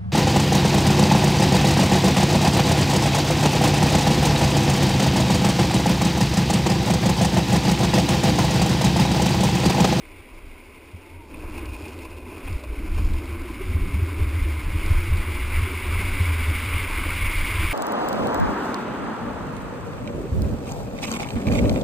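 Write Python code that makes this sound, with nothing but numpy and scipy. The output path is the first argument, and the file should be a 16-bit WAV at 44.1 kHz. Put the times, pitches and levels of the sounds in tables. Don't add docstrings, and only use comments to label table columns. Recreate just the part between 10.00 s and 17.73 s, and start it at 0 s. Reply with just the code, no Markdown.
import sys
import numpy as np
from scipy import signal
from scipy.fft import rfft, irfft, next_fast_len
from scipy.io import wavfile
from scipy.ndimage import uniform_filter1d, map_coordinates

SR = 44100
rng = np.random.default_rng(int(sys.argv[2]) if len(sys.argv) > 2 else 0)


def master_out(mix):
    frames = np.transpose(np.atleast_2d(mix))
    ceiling = np.clip(frames, -1, 1)
    pcm = np.round(ceiling * 32767).astype(np.int16)
    wavfile.write(sys.argv[1], SR, pcm)


def amplitude_ratio(level_db):
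    exponent = np.asarray(level_db, float) / 20
    return 10 ** exponent


N = 340893

# [t/s, peak level/dB, ring f/Hz, time to fall 60 dB/s]
BUMPS = [
    (0.929, -30, 86.5, 0.19),
    (1.819, -29, 81.6, 0.11),
    (3.739, -13, 82.5, 0.14),
    (4.012, -12, 85, 0.14),
    (4.201, -12.5, 79, 0.15),
    (4.74, -14, 79.5, 0.12),
    (4.896, -9, 79.1, 0.078),
    (4.967, -14.5, 84, 0.17),
    (5.614, -14.5, 82, 0.18),
    (6.194, -11, 85.1, 0.19),
]
# [t/s, peak level/dB, ring f/Hz, time to fall 60 dB/s]
DIPS = [
    (1.555, -30, 74, 0.11),
    (2.986, -15, 72, 0.084),
    (3.93, -13, 76, 0.17),
    (5.104, -11.5, 74.3, 0.12),
]
# [t/s, peak level/dB, ring f/Hz, time to fall 60 dB/s]
SEAM_RISES = [
    (2.486, -23, 44.77, 0.053),
    (2.546, -18.5, 43.6, 0.046),
    (2.713, -21, 44.8, 0.078),
    (2.821, -22, 45, 0.06),
    (2.939, -19, 44.8, 0.048),
]
# [t/s, peak level/dB, ring f/Hz, time to fall 60 dB/s]
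SEAM_DROPS = [
    (2.519, -31, 45, 0.03),
    (2.687, -21, 46.7, 0.06),
    (2.771, -20, 44.5, 0.075),
    (2.906, -18.5, 44.66, 0.06),
]
# [t/s, peak level/dB]
BENDS = [
    (0.93, -43.5),
    (2.49, -39),
    (2.985, -32),
    (3.09, -32),
    (3.49, -38),
    (3.739, -40),
    (3.945, -29),
    (4.896, -37),
    (6.194, -32),
]
# [t/s, peak level/dB, ring f/Hz, time to fall 60 dB/s]
KNOCK = [
    (2.631, -37, 593, 0.1),
]
# [t/s, half length/s, level/dB, f/Hz]
RIPPLES = [(.17, 0.096, -49, 85), (.47, 0.075, -48, 63.5), (1.179, 0.058, -44, 86),
           (1.431, 0.049, -41, 70.2), (1.65, 0.18, -35, 60.1), (2.109, 0.33, -43, 78),
           (2.525, 0.032, -28.5, 85.8), (2.666, .05, -39, 62.5), (3.01, 0.034, -17, 73.34),
           (3.15, .05, -27, 81.6), (3.319, .04, -29, 68), (3.53, 0.036, -38, 64.8),
           (3.744, .07, -26.5, 77.1), (4.018, 0.064, -22, 86.9), (4.288, 0.13, -22, 80),
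           (4.492, 0.11, -25, 77), (4.717, 0.045, -27, 80.6), (4.91, 0.033, -18, 76.8),
           (5.129, 0.046, -17, 87.1), (5.29, 0.09, -29, 82), (5.438, 0.042, -28, 67),
           (5.6, 0.084, -23.5, 85.8), (5.757, 0.055, -27.5, 82.26), (6.0, 0.22, -26.5, 81.8),
           (6.307, .06, -23, 83.23), (6.475, 0.097, -22, 79), (6.725, .11, -24, 84),
           (6.972, 0.076, -48, 78), (7.25, .08, -29.5, 90), (7.609, 0.081, -29.5, 85)]
# [f/Hz, width/Hz, level/dB]
DECK_MODES = [(91, 12.8, -1), (67, 24, -7), (183.5, 46, -29)]

# [t/s, half length/s, level/dB]
GUSTS = [(.4, 0.11, -42), (1.531, 0.17, -36), (2.102, 0.17, -41), (2.52, .07, -23), (2.956, 0.25, -24.5),
         (3.15, 0.083, -41), (3.454, 0.16, -32), (3.661, 0.075, -23.5), (3.85, .12, -18.5),
         (4.226, 0.049, -21), (4.43, .04, -24.5), (4.75, .1, -23), (4.936, 0.09, -16), (5.15, 0.069, -19.5),
         (5.557, 0.083, -23.5), (5.399, 0.098, -30), (5.92, 0.14, -21), (6.15, .07, -27),
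         (6.559, 0.041, -23), (6.75, .15, -32), (7.056, .12, -29.5), (7.627, .07, -23)]
# [t/s, strength level/dB]
AIR = [(0.0, -52), (0.23, -50), (0.26, -52.5), (1.2, -54.5), (1.29, -61), (1.33, -54), (1.66, -46),
       (1.68, -52.5), (2.07, -50), (2.2, -54.5), (2.5, -45.5), (2.69, -50.5), (5.51, -37), (5.53, -34.5),
       (5.75, -38.5), (5.94, -35), (7.3, -32.5), (7.73, -30)]
# [f/Hz, level per Hz/dB]
BUFFET_COLOUR = [(4.7, -41), (8.0, -15), (22, 10.5), (53, -2), (86, -3.5), (130, -19.5), (200, -16),
                 (260, -65), (440, -120)]
# [f/Hz, level per Hz/dB]
ROAR_COLOUR = [(260, -4.5), (450, -20.5), (525, -5), (619, -13.5), (785, -12.5), (1030, 1), (1390, -2.5),
               (1530, -1.5), (1850, -11.5), (2400, -49), (4070, -120)]
# [f/Hz, level per Hz/dB]
RUSH_COLOUR = [(1090, -29), (1850, -13.5), (2080, -2), (2230, 0), (2540, -9), (2870, -10.5), (3060, -16),
               (3510, -16), (4290, -26), (4830, -22.5), (6000, -37.5), (7800, -64), (13200, -120)]

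# [t/s, drumming level/dB]
ROAD = [(0.0, -50), (1.18, -48), (1.31, -39), (2.22, -43.5), (2.3, -39.5), (2.63, -46), (2.82, -37.5),
        (2.86, -39), (4.24, -39), (4.28, -41), (4.37, -40), (4.72, -42), (4.76, -39), (5.55, -42.5),
        (5.6, -39.5), (7.45, -42.5), (7.6, -41), (7.73, -42)]
# [f/Hz, level per Hz/dB]
RUMBLE_COLOUR = [(71, -51), (120, -8), (199, -15), (268, 0), (431, -3.5), (497, -8.5), (611, -8.5),
                 (683, -13.5), (800, -13), (1040, -28), (1760, -120)]
# [f/Hz, level per Hz/dB]
GRIT_COLOUR = [(1760, -0.5), (3000, 1), (3230, 7.5), (3430, -13.5), (3650, -1), (3930, 0.5), (5360, 1),
               (6000, -11), (7800, -44), (13200, -120)]
# [t/s, half length/s, level/dB]
DRIFTS = [
    (1.596, .1, -54),
    (1.92, 0.22, -52.5),
    (2.554, .1, -52),
    (3.103, 0.17, -51),
    (4.497, 0.24, -51.5),
    (5.0, 0.22, -49),
]
# [t/s, bearing rate f/Hz]
SPIN = [(0, 63.01), (.8, 63.99), (1.3, 55.8), (2.1, 63.4), (2.8, 75.07), (3.5, 86.3), (4.1, 98.7),
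        (4.9, 109.8), (5.5, 121), (6.3, 130.2), (7.73, 144.6)]
# [multiple of the rate, level/dB]
BEARING = [(2.16, -0.9), (3.01, 0.1), (4.01, -0.8), (5.4, -3.5)]
# [f/Hz, width/Hz, level/dB]
CASE_MODES = [(607, 49, -3.5), (854, 66, 0), (1022, 58, 5), (1580, 87, -13), (2478, 140, 4),
              (2830, 200, -7.5), (3000, 73, -40), (3630, 27, -11)]

# [t/s, peak level/dB]
SLAPS = [
    (1.435, -27),
    (2.473, -29),
    (2.978, -24.5),
]
# [t/s, peak level/dB, low part level/dB]
STONES = [(1.3397, -43.5, 20), (1.5762, -36, 23), (1.5844, -47, 11), (1.6087, -46, 5), (1.654, -28.5, 4),
          (1.759, -42, 15), (1.8058, -39, -2), (1.8198, -33, 0), (1.8524, -35.5, 15.5), (1.8794, -35, 11),
          (1.9764, -39, -5), (1.9874, -35, 8), (2.0494, -34, 13.5), (2.1061, -42, -1), (2.1645, -38, 3),
          (2.2732, -39, -6), (2.4747, -37.5, 20.5), (2.527, -32, 9), (2.5794, -38, 0), (2.6358, -30.5, 11),
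          (2.9751, -34, 14), (3.047, -34, -2), (3.1346, -25.5, 5), (3.1804, -32, 4), (3.255, -35, -2),
          (3.4153, -35, 9), (4.0894, -33, -1), (4.8599, -25, 6), (5.1689, -24, 4), (5.4989, -32, 5)]
# [t/s, f/Hz, level/dB]
SQUEAL = [
    (.98, 860, -62),
    (1.06, 875, -55.5),
    (1.14, 925, -56),
    (1.19, 965, -55.5),
    (1.26, 895, -55.5),
    (1.33, 850, -58),
]

# (level/dB, dB gained per dB of air, per dB of road, extra level on the loose chippings/dB)
BUFFET_LAW, ROAR_LAW, RUSH_LAW = (-38, 1.04, .3, -4), (-46, 0.8139, 0.63, -1.2), (-41, 1.05, 0.14, -3)
RUMBLE_LAW, AXLE_LAW = (-43, 0.11, 0.56, 4.5), (-44.5, 0.1, 1.54, 2)
CHATTER_LAW, GRIT_LAW, HUM_LAW = (-49, 0.41, 0.28, 5.5), (-51.5, 0.4, 0.54, 0.5), (-40.5, 0.49, 1.3, -14)
AIR_REF_DB, ROAD_REF_DB = -42, -42
LOOSE_S, LOOSE_EDGE_S = (1.365, 2.57), (0.036, .3)
AXLE_MODE_HZ, AXLE_WIDTH_HZ = 322, 54
HOLD_HZ, TOP_HZ = 12000, 15330


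def deck():
    hz, = curves([(s, hz) for s, _, _, hz in RIPPLES])
    shake = noise(modes(DECK_MODES), patchy_db=-0.5, flutter_db=0.5, rate=7.9)
    texture = hum(hz, wander_hz=6.893, flutter_db=1.5, rate=25) + 0.57 * shake
    boom = swelling(driven(HUM_LAW), RIPPLES) * texture
    boom = boom * calm(BUMPS + DIPS, depth=1.0, width=0.029)
    boom = boom + struck(BUMPS, rise=0.0177) - struck(DIPS, rise=0.0178)
    boom = boom + struck(SEAM_RISES, rise=0.01645) - struck(SEAM_DROPS, rise=0.0157)
    overtone = struck([(s, db, 188, .12) for s, db in BENDS], rise=0.0173)
    lopsided = 0.26 * filtered(boom ** 2, lambda f: f > 45)
    return boom + overtone + lopsided + struck(KNOCK, rise=0.0085)


def wind():
    buffet = swelling(driven(BUFFET_LAW), GUSTS)
    sheltered = calm(SEAM_RISES + SEAM_DROPS + BUMPS + DIPS, depth=0.19, width=0.074)
    lumps = sheltered * buffet * noise(along(BUFFET_COLOUR), patchy_db=-1.0, flutter_db=-3.0, rate=4)
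    roar = noise(along(ROAR_COLOUR), patchy_db=0.5, flutter_db=1.0, rate=30)
    rush = noise(along(RUSH_COLOUR), patchy_db=0.86, flutter_db=1.17, rate=45)
    return lumps + amplitude_ratio(driven(ROAR_LAW) + 1.5) * roar + amplitude_ratio(driven(RUSH_LAW)) * rush


def wheels():
    rumble = noise(along(RUMBLE_COLOUR), patchy_db=0.65, flutter_db=1.8, rate=30)
    rumble = amplitude_ratio(driven(RUMBLE_LAW) - 3.0) * rumble
    spin_hz, = curves(SPIN)
    axle = np.zeros(N)
    for multiple, db in BEARING:
        hz = multiple * spin_hz
        lift = amplitude_ratio(db) / np.hypot(1, ((hz - AXLE_MODE_HZ) / AXLE_WIDTH_HZ) ** 2)
        axle += lift * hum(hz, wander_hz=24.01, flutter_db=4.0, rate=65)
    hits = rng.random((2, N)) < 4000 / SR
    impacts = hits * rng.standard_normal((2, N)) * amplitude_ratio(1.7 * wobble(60) + 1.0 * wobble(25))
    chatter = amplitude_ratio(driven(CHATTER_LAW)) * unit(filtered(impacts[0], modes(CASE_MODES)))
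    grit = unit(filtered(impacts[1], along(GRIT_COLOUR)))
    grit = swelling(driven(GRIT_LAW), DRIFTS) * amplitude_ratio(-5.0) * grit
    return rumble + amplitude_ratio(driven(AXLE_LAW)) * axle + chatter + grit


def slaps():
    t = np.arange(SR // 12) / SR
    out = np.zeros(N + len(t))
    for s, db in SLAPS:
        fade = amplitude_ratio(db + 11.0 - 60 * t / 0.043) * (1 - np.exp(-t / .004))
        out[round(s * SR):][:len(t)] += fade * rng.standard_normal(len(t))
    tyre = modes([(500, 1400, 0)])
    return filtered(out[:N], lambda f: tyre(f) ** 2 / (1 + (f / 2500) ** 4))


def stones():
    t = np.arange(SR // 12) / SR
    bright, dull = np.zeros((2, N + len(t)))
    bright_fade = amplitude_ratio(-60 * t / 0.019) * (1 - np.exp(-t / 0.0014))
    for s, db, low_db in STONES:
        crackle, answer = amplitude_ratio(db) * rng.standard_normal((2, len(t)))
        dull_fade = amplitude_ratio(low_db + 0.5 - 60 * t / 0.053) * (1 - np.exp(-t / 0.003))
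        bright[round(s * SR):][:len(t)] += bright_fade * crackle
        dull[round(s * SR):][:len(t)] += dull_fade * answer
    top = modes([(3500, 900, 2.6), (4660, 520, 4.7), (5100, 390, 3.9)])
    return filtered(bright[:N], top) + filtered(dull[:N], modes(CASE_MODES))


def squeal():
    hz, db = curves(SQUEAL)
    on = np.interp(np.arange(N) / SR, [.97, 1.02, 1.3, 1.35], [0, 1, 1, 0])
    return on * amplitude_ratio(db) * hum(hz, wander_hz=13, flutter_db=3, rate=60)


def hum(hz, wander_hz, flutter_db, rate):
    phase = 2 * np.pi * np.cumsum(hz + wander_hz * wobble(rate)) / SR
    return unit(amplitude_ratio(flutter_db * wobble(rate)) * np.sin(phase))


def struck(rows, rise):
    t = np.arange(SR // 2) / SR
    out = np.zeros(N + len(t))
    for s, db, hz, t60 in rows:
        swell = np.sin(np.pi / 2 * np.minimum(t / rise, 1)) ** 2
        fade = amplitude_ratio(db - 60 * np.maximum(t - rise, 0) / t60)
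        out[round(s * SR):][:len(t)] += swell * fade * np.cos(2 * np.pi * hz * (t - rise))
    return out[:N]


def calm(rows, depth, width):
    t = np.arange(N) / SR
    return np.prod([1 - depth * np.exp(-((t - s - .02) / width) ** 2) for s, *_ in rows], axis=0)


def driven(law):
    level_db, per_air, per_road, loose_db = law
    (air_db,), (road_db,), t = curves(AIR), curves(ROAD), np.arange(N) / SR
    entered = np.tanh((t - LOOSE_S[0]) / LOOSE_EDGE_S[0])
    left = np.tanh((t - LOOSE_S[1]) / LOOSE_EDGE_S[1])
    followed = per_air * (air_db - AIR_REF_DB) + per_road * (road_db - ROAD_REF_DB)
    return level_db + followed + loose_db * (entered - left) / 2


def swelling(steady_db, rows):
    t = np.arange(N) / SR
    swells = sum(amplitude_ratio(2 * db) * np.exp(-2 * ((t - s) / half) ** 2) for s, half, db, *_ in rows)
    return np.sqrt(amplitude_ratio(2 * steady_db) + swells)


def noise(response, patchy_db, flutter_db, rate):
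    z = signal.stft(rng.standard_normal(N), nperseg=512)[2]
    field = uniform_filter1d(uniform_filter1d(rng.standard_normal(z.shape), 5, 0), 5, 1)
    patchy = signal.istft(z * amplitude_ratio(patchy_db * unit(field)), nperseg=512)[1][:N]
    return unit(filtered(patchy * amplitude_ratio(flutter_db * wobble(rate)), response))


def filtered(x, response):
    m = next_fast_len(N + SR // 2)
    return irfft(rfft(x, m) * response(np.fft.rfftfreq(m, 1 / SR)), m)[..., :N]


def along(points):
    f, v = np.transpose(points)
    return lambda hz: amplitude_ratio(np.interp(np.log(hz + 1), np.log(f + 1), v))


def modes(rows):
    def response(f):
        total = 0
        for k, (centre, width, db) in enumerate(rows):
            damping = 1j * f * width
            total = total + (-1) ** k * amplitude_ratio(db) * damping / (centre * centre - f * f + damping)
        return total
    return response


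def curves(rows):
    s, *cols = np.transpose(rows)
    return [np.interp(np.arange(N) / SR, s, c) for c in cols]


def wobble(rate):
    return map_coordinates(rng.standard_normal(int(N * rate / SR) + 4), [np.arange(N) * rate / SR])


def unit(x):
    return x / np.sqrt(np.mean(x ** 2) + 1e-20)


def scene():
    return np.tile(deck() + wind() + wheels() + slaps() + stones() + squeal(), (2, 1))


def top_cut(x):
    return signal.sosfilt(signal.butter(12, 16090, fs=SR, output="sos"), x)


def record(dry):
    taken = filtered(dry, lambda hz: (hz < HOLD_HZ / 2) / np.sinc(np.minimum(hz / HOLD_HZ, .5)))
    mirrored = taken * (1 + 2 * np.cos(2 * np.pi * HOLD_HZ * np.arange(N) / SR))
    held = filtered(mirrored, lambda hz: np.sinc(hz / HOLD_HZ) * (hz < TOP_HZ))
    return top_cut(held)


dry = scene()
out = record(dry)
master_out(out)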